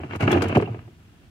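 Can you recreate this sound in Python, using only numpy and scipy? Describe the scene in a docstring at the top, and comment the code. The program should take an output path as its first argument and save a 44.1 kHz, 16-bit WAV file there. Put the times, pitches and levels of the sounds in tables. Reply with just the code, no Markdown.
"""Outdoors on a roof, close by, a stone-coated steel panel is shoved over its neighbours and dropped flat.
The thin sheet booms as it bends and knocks as it judders along. Its gritty face scrapes, and its edge
snaps over the stone granules and squeaks where it catches. It lands with a heavy slap, rocks a few
times and settles, leaving a faint outdoor background."""
import sys
import numpy as np
from scipy import signal
from scipy.fft import rfft, irfft
from scipy.io import wavfile

SR = 44100
rng = np.random.default_rng(int(sys.argv[2]) if len(sys.argv) > 2 else 0)


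def transcribe(u):
    """Save the signal u as a 16-bit wav file named by the first command-line argument.

    u: samples, shape (n,) or (channels, n), limited to [-1, 1]; the rate is SR.
    q: integer samples, one column per channel.
    """
    v = np.clip(np.atleast_2d(u).T, -1, 1)
    q = np.round(v * 32767).astype(np.int16)
    wavfile.write(sys.argv[1], SR, q)


N = 57330  # 1.3 seconds


def amp(db):
    """Turns decibels into a number to multiply a sound by."""
    return 10 ** (np.asarray(db) / 20)


def unit(x):
    """Scales a sound so that its average power is 1."""
    return x / np.sqrt(np.mean(x ** 2) + 1e-20)


def fade(t, fade_s):
    """A curve that dies away by 60 dB every fade_s seconds."""
    return np.exp(-np.log(1000) * t / fade_s)


def read(points, hz):
    """Looks up a value between the rows of a table, with pitch spaced in octaves."""
    pitches, values = np.transpose(points)
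    return np.interp(np.log(hz + 1), np.log(pitches + 1), values)


def add(mix, start_s, sound):
    """Mixes a stereo sound in at its start time."""
    part = mix[:, max(round(start_s * SR), 0):][:, :sound.shape[1]]
    part += sound[:, :part.shape[1]]


def sides(hz):
    """How strongly each pitch reaches the left and the right."""
    # Which way each pitch leans: pitch_hz, left_minus_right_db
    balance = [(100, -0.5), (330, -1), (600, -5.5), (1000, 7.5), (1500, 2), (2200, 1), (3200, -4),
               (5000, 3), (12000, 3.5)]
    return amp(np.array([[.5], [-.5]]) * read(balance, hz))


def noise(colour, size):
    """Stereo noise, alike on both sides in the bass, wide in the treble; colour gives level by pitch."""
    # How alike left and right are: pitch_hz, likeness (1 = the same)
    likeness = [(100, 0.78), (250, 1), (500, 0.72), (1000, 0.13), (1800, 0.065), (16000, 0.16)]
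    hz = np.fft.rfftfreq(size, 1 / SR)
    a, b = np.exp(2j * np.pi * rng.random((2, len(hz))))
    same = np.clip(read(likeness, hz), -1, 1)
    mid, side = np.sqrt(1 + same) * a, np.sqrt(1 - same) * b
    spectrum = np.array([mid + side, mid - side]) * sides(hz) * amp(read(colour, hz))
    return unit(irfft(spectrum, size))


def flexes():
    """The thin sheet bends, booming or groaning on one note that swells, sags a little and fades."""
    # Bends of the sheet: start_s, length_s, level_db, pitch_hz
    bends = [(0, 0.087, -35, 83), (0.038, 0.11, -37.5, 128.6), (0.092, 0.11, -37.5, 98.3),
             (0.156, 0.064, -30.5, 93.6), (0.219, 0.13, -20.5, 100.9), (0.286, 0.17, -22.5, 321.2),
             (.256, .024, -22, 191), (0.334, 0.15, -23, 91.8), (0.415, 0.11, -27.5, 456),
             (.225, 0.054, -21.5, 141), (0.447, 0.14, -25, 96.5), (0.564, .038, -12.5, 119.4),
             (0.6, 0.12, -30.5, 105.5), (0.622, 0.026, -21.5, 409), (.696, 0.092, -26.5, 112.7),
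             (0.78, 0.038, -35, 95), (0.85, 0.071, -41, 111.6)]
    sag, overtone_db = 0.046, -24  # sag is a share of the pitch
    out = np.zeros((2, N))
    for start_s, length_s, level_db, pitch_hz in bends:
        progress = np.arange(0, length_s, 1 / SR) / length_s
        phase = 2 * np.pi * np.cumsum(pitch_hz * (1 + sag * (.5 - progress))) / SR
        note = np.sin(phase) + amp(overtone_db) * np.sin(2 * phase)
        swell = np.sin(np.pi * progress ** 0.4) ** 2  # quick rise, slow fall
        add(out, start_s, sides(pitch_hz) * amp(level_db + 2.5) * swell * note)
    return out


def grains(colour, per_s, fade_s):
    """Granules catch and slip at random, each ringing one of three patches of the sheet."""
    patches, spread_db, rise_s = 3, 5.5, 0.00026
    t, out = np.arange(4096) / SR, np.zeros((2, N))
    for _ in range(patches):
        slips = (rng.random(N) < per_s / patches / SR) * rng.choice([-1, 1], N)
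        slips = slips * amp(spread_db * np.minimum(rng.exponential(1, N), 3))
        ring = noise(colour, len(t)) * (1 - np.exp(-t / rise_s)) * fade(t, fade_s)
        out += signal.oaconvolve(slips[None], ring, axes=1)[:, :N]
    return unit(out)


def scrape():
    """The gritty face of the panel drags while its edge slides on the granules with a thin rasp."""
    # How hard the face drags: time_s, level_db
    drag_levels = [(0, -44), (.09, -44.5), (0.124, -37), (.165, -33.5), (.184, -57.5), (.207, -24.5),
                   (0.241, -23.5), (0.256, -32), (.32, -25), (.38, -28.5), (.4, -36), (0.442, -26),
                   (0.479, -35.5), (0.528, -35), (.59, -38), (0.662, -53), (.73, -44), (.9, -61)]
    # Tone of the dragging face: pitch_hz, level_db
    drag_colour = [(60, -22.5), (110, 10.5), (330, 16.5), (580, 10), (800, 15.5), (1050, 5.5), (1600, 3.5),
                   (2800, 1.5), (3600, -11.5), (7000, -21), (12000, -37)]
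    # How loud the edge rasps: time_s, level_db
    rasp_levels = [(0, -45.5), (.09, -72), (.13, -41), (.165, -51), (.185, -75), (.215, -41), (.255, -45),
                   (.33, -46.5), (.4, -44.5), (.53, -38.5), (.543, -57), (.556, -26.5), (.585, -41.5),
                   (.68, -52.5), (.71, -67)]
    # Tone of the rasping edge: pitch_hz, level_db
    rasp_colour = [(50, -29), (1200, 4.5), (2000, -0.5), (2400, 4.5), (2950, 5.5), (3500, -12), (6000, -24),
                   (16000, -60)]
    t = np.arange(N) / SR
    drag_db = np.interp(t, *np.transpose(drag_levels)) - 1.5
    rasp_db = np.interp(t, *np.transpose(rasp_levels))
    drag = grains(drag_colour, per_s=1400, fade_s=0.045) * amp(drag_db)
    rasp = grains(rasp_colour, per_s=1800, fade_s=0.07) * amp(rasp_db)
    return drag + rasp


def background():
    """A faint, steady outdoor rumble with a trace of hiss."""
    # Tone of the outdoor air: pitch_hz, level_db
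    air_colour = [(25, 2), (50, -0.5), (90, 1.5), (150, -7.5), (230, -6), (400, -19), (650, -55),
                  (1700, -25), (2500, -40.5), (3200, -27.5), (3900, -32.5), (15500, -44.5)]
    return amp(-49.5) * noise(air_colour, N)


def bending_wave(hz, lag_s):
    """A ripple in steel carries treble faster than bass; lag_s is its delay at reference_hz."""
    reference_hz = 401.6
    return np.exp(-4j * np.pi * lag_s * np.sqrt(hz * reference_hz))


def knock(body_db, clash_db, ring_scale):
    """One blow sends a ripple through the sheet and sets off its own notes and a short, noisy clash."""
    # Tone of the ripple: pitch_hz, level_db
    ripple_colour = [(50, -25), (110, 4), (200, 3.5), (400, -8), (1000, 7), (1450, 12.5), (2600, -15),
                     (4000, -26), (9000, -73)]
    # Notes the free sheet rings at: pitch_hz, level_db, fade_s
    sheet_notes = [(134, 0.5, 0.187), (151.8, -2, 0.45), (202.5, -7.5, 0.31), (248.4, -12, 0.34),
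                   (309.6, -7.5, 0.21), (354.4, -2, 0.13), (455, -16, 0.36), (490, -24.5, 0.15),
                   (642, -13.5, 0.12), (718, -6, 0.076), (1219, -14.5, 0.33), (1284, -4, 0.12),
                   (2320, -10.5, 0.12), (2577, -8.5, 0.086), (2710, -14, 0.06)]
    # Tone of the clash, many ringing notes packed together: pitch_hz, level_db
    clash_colour = [(40, -62.5), (110, 1.5), (200, 1), (380, 6), (580, -5.5), (800, 3.5), (1020, -9),
                    (1650, 1), (1950, -4.5), (2800, -1), (3500, -22), (6500, -36), (10000, -51.5),
                    (16000, -65)]
    # How long the clash lasts in the free sheet: pitch_hz, fade_s
    clash_fades = [(100, 0.34), (400, 0.12), (1500, 0.055), (3000, 0.053), (10000, 0.018)]
    size, rise_cycles, contact_s = 2 ** 15, 0.22, 0.00077
    t, hz = np.arange(size) / SR, np.fft.rfftfreq(size, 1 / SR)
    # Strength of the blow, from bass boom through body to clash: pitch_hz, level_db
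    force = [(119, body_db - 7), (275, body_db), (688, body_db), (1440, clash_db)]

    ripple = amp(read(ripple_colour, hz)) * bending_wave(hz, lag_s=0.00203)
    ripple = ripple / abs(irfft(ripple)).max() * amp(read(force, hz) + 7.5)
    out = irfft(ripple * sides(hz)) * (t < t[-1] / 2)

    for pitch_hz, level_db, fade_s in sheet_notes:
        rise = 1 - np.exp(-t * pitch_hz / rise_cycles)
        note = np.sin(2 * np.pi * pitch_hz * t) * rise * fade(t, fade_s * ring_scale)
        out += sides(pitch_hz) * amp(level_db + read(force, pitch_hz) - 1) * note

    clash = rfft(noise(clash_colour, size)) * amp(read(force, hz) + 0.5)
    for pitch_hz, fade_s in clash_fades:  # each band of pitches dies away at its own speed
        share = [(band_hz, float(band_hz == pitch_hz)) for band_hz, _ in clash_fades]
        band = irfft(clash * read(share, hz))
        rise = 1 - np.exp(-t / (contact_s + rise_cycles / pitch_hz))
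        out += 2 * band * rise * fade(t, fade_s * ring_scale)
    return out


def knocks():
    """The panel knocks on the roof as it judders along, lands and rocks to rest."""
    # Blows on the roof: start_s, body_db, clash_db, ring_scale (1 = rings as long as the free sheet)
    blows = [(.001, -35, -46, 0.54), (.034, -33, -39.5, 0.84), (.108, -40, -37.5, 1.1),
             (.134, -32, -33, 0.41), (.152, -30.5, -31.5, 0.4), (.207, -28.5, -31, 1.3),
             (.229, -32.5, -50, 4), (.277, -16.5, -22, 0.81), (.305, -24, -28, 2.9), (.327, -20, -25, 0.77),
             (.344, -22.5, -29, 1.45), (.356, -20.5, -39, 1.33), (.373, -19.5, -27.5, 0.67),
             (.409, -29, -27, 0.4), (.42, -25, -28, 0.87), (.439, -22, -67, 0.93), (.457, -30.5, -32, 0.53),
             (0.495, -25.5, -33.5, .96), (0.526, -24, -29, 0.36), (0.549, -22.5, -29, 0.65),
             (.559, -20.5, -26.5, 0.75), (.57, -10.5, -62, 0.66), (.6, -20.5, -31.5, 0.38),
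             (.624, -27, -35, 0.88), (.674, -30, -47, 1.22), (.744, -36, -48, 1.1),
             (.791, -52, -44.5, 0.57), (.877, -47, -60.5, 0.87)]
    out = np.zeros((2, N))
    for start_s, body_db, clash_db, ring_scale in blows:
        add(out, start_s, knock(body_db, clash_db, ring_scale))
    return out


def snaps():
    """The edge jumps over the granules with short, bright rasps, on the left."""
    # Jumps of the edge: start_s, level_db, low_edge_hz (the sound thins out below this pitch)
    jumps = [(0.1575, -42.5, 6540), (0.207, -40.5, 5500), (.223, -38, 3960), (0.3148, -29, 5900),
             (0.329, -21, 1210), (.4205, -26.5, 3430), (0.436, -38, 3880), (0.462, -47, 2000),
             (0.483, -40.5, 6040), (0.551, -35, 2490), (0.5714, -38, 5000), (0.611, -42.5, 2800),
             (0.622, -46, 2980)]
    hold_s, treble_db_per_octave, right_db = 0.004, -18, -12
    t, hz, out = np.arange(4096) / SR, np.fft.rfftfreq(4096, 1 / SR), np.zeros((2, N))
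    burst = fade(np.maximum(t - hold_s, 0), fade_s=0.045)
    for start_s, level_db, low_edge_hz in jumps:
        treble_cut = amp(treble_db_per_octave * np.log2(1 + hz / low_edge_hz))
        bass_cut = hz ** 2 / (hz ** 2 + low_edge_hz ** 2)
        hiss = rng.standard_normal((2, len(t)))
        rasp = unit(irfft(rfft(hiss) * treble_cut * bass_cut))
        add(out, start_s, rasp * burst * amp(level_db - 2))
    return out * amp([[0], [right_db]])


def squeaks():
    """The edge catches, and a quick run of slips makes one tinny note of the metal sing briefly."""
    # Catches of the edge: start_s, length_s, level_db, pitch_hz
    catches = [(0.22, 0.019, -35, 2163), (0.273, 0.0079, -20.5, 1680), (0.31, 0.027, -36.5, 3400),
               (.42, 0.013, -35, 1345), (0.503, 0.038, -40.5, 2580), (0.547, 0.011, -30, 2390),
               (0.653, .012, -41, 2727)]
    t, out = np.arange(4096) / SR, np.zeros((2, N))
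    for start_s, length_s, level_db, pitch_hz in catches:
        slips = rng.standard_normal((2, len(t))) * np.sin(np.pi * np.minimum(t / length_s, 1))
        ring = np.sin(2 * np.pi * pitch_hz * t) * np.sqrt(t) * fade(t, fade_s=0.019)
        squeak = signal.fftconvolve(slips, ring[None], axes=1)
        squeak *= np.sqrt(length_s * SR) / np.linalg.norm(squeak, axis=1, keepdims=True)
        add(out, start_s, sides(pitch_hz) * amp(level_db) * squeak)
    return out


def slaps():
    """The whole sheet hits the roof's support strips and is stilled at once: one ripple, no ringing."""
    # Flat hits: start_s, level_db, centre_hz
    hits = [(0.2772, -21, 380), (.558, -6.5, 230), (.5685, -6, 544), (.571, -10.5, 150)]
    width_octaves = 0.8
    hz, out = np.fft.rfftfreq(8192, 1 / SR), np.zeros((2, N))
    for start_s, level_db, centre_hz in hits:
        octaves_away = np.log2((hz + 1) / centre_hz)
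        hump = np.exp(-.5 * (octaves_away / width_octaves) ** 2) / np.sqrt(hz + 1)
        ripple = hump * bending_wave(hz, lag_s=0.003097)
        slap = irfft(ripple * sides(hz))[:, :len(hz)] / abs(irfft(ripple)).max()
        add(out, start_s, amp(level_db) * slap)
    return out


def echo(sound):
    """The roof deck and nearby walls throw back a faint tail of sound."""
    delay_s, level_db = 0.014, -19
    t = np.arange(SR) / SR
    tail = rng.standard_normal((2, SR)) * (t > delay_s) * fade(t, fade_s=0.466)
    tail *= amp(level_db) / np.linalg.norm(tail[0])
    echoes = signal.fftconvolve(sound, tail, axes=1)[:, :N]
    bass = signal.sosfiltfilt(signal.butter(2, 350, fs=SR, output="sos"), echoes)
    return echoes - bass + bass[0]  # both sides share the same bass


def scene():
    """The panel, its echo and the background; above the bass, sound reaches the left microphone first."""
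    panel = knocks() + slaps() + flexes() + scrape() + squeaks() + snaps()
    left, right = panel + echo(panel) + background()
    treble_lag_s, bass_edge_hz = 0.00026, 430
    hz = np.fft.rfftfreq(2 * N, 1 / SR)
    lag_s = treble_lag_s * hz ** 2 / (hz ** 2 + bass_edge_hz ** 2)
    late_right = irfft(rfft(right, 2 * N) * np.exp(-2j * np.pi * hz * lag_s))[:N]
    return np.array([left, late_right])


def record(dry):
    """The microphone drops the deep bass; then the very highest treble is cut off."""
    low_cut_hz, high_cut_hz = 62.6, 15800
    thinned = signal.sosfilt(signal.butter(3, low_cut_hz, "high", fs=SR, output="sos"), dry)
    treble_cut = signal.firwin(511, high_cut_hz, window=("kaiser", 9), fs=SR)
    return signal.oaconvolve(thinned, treble_cut[None], "same")


dry = scene()
out = record(dry)
transcribe(out)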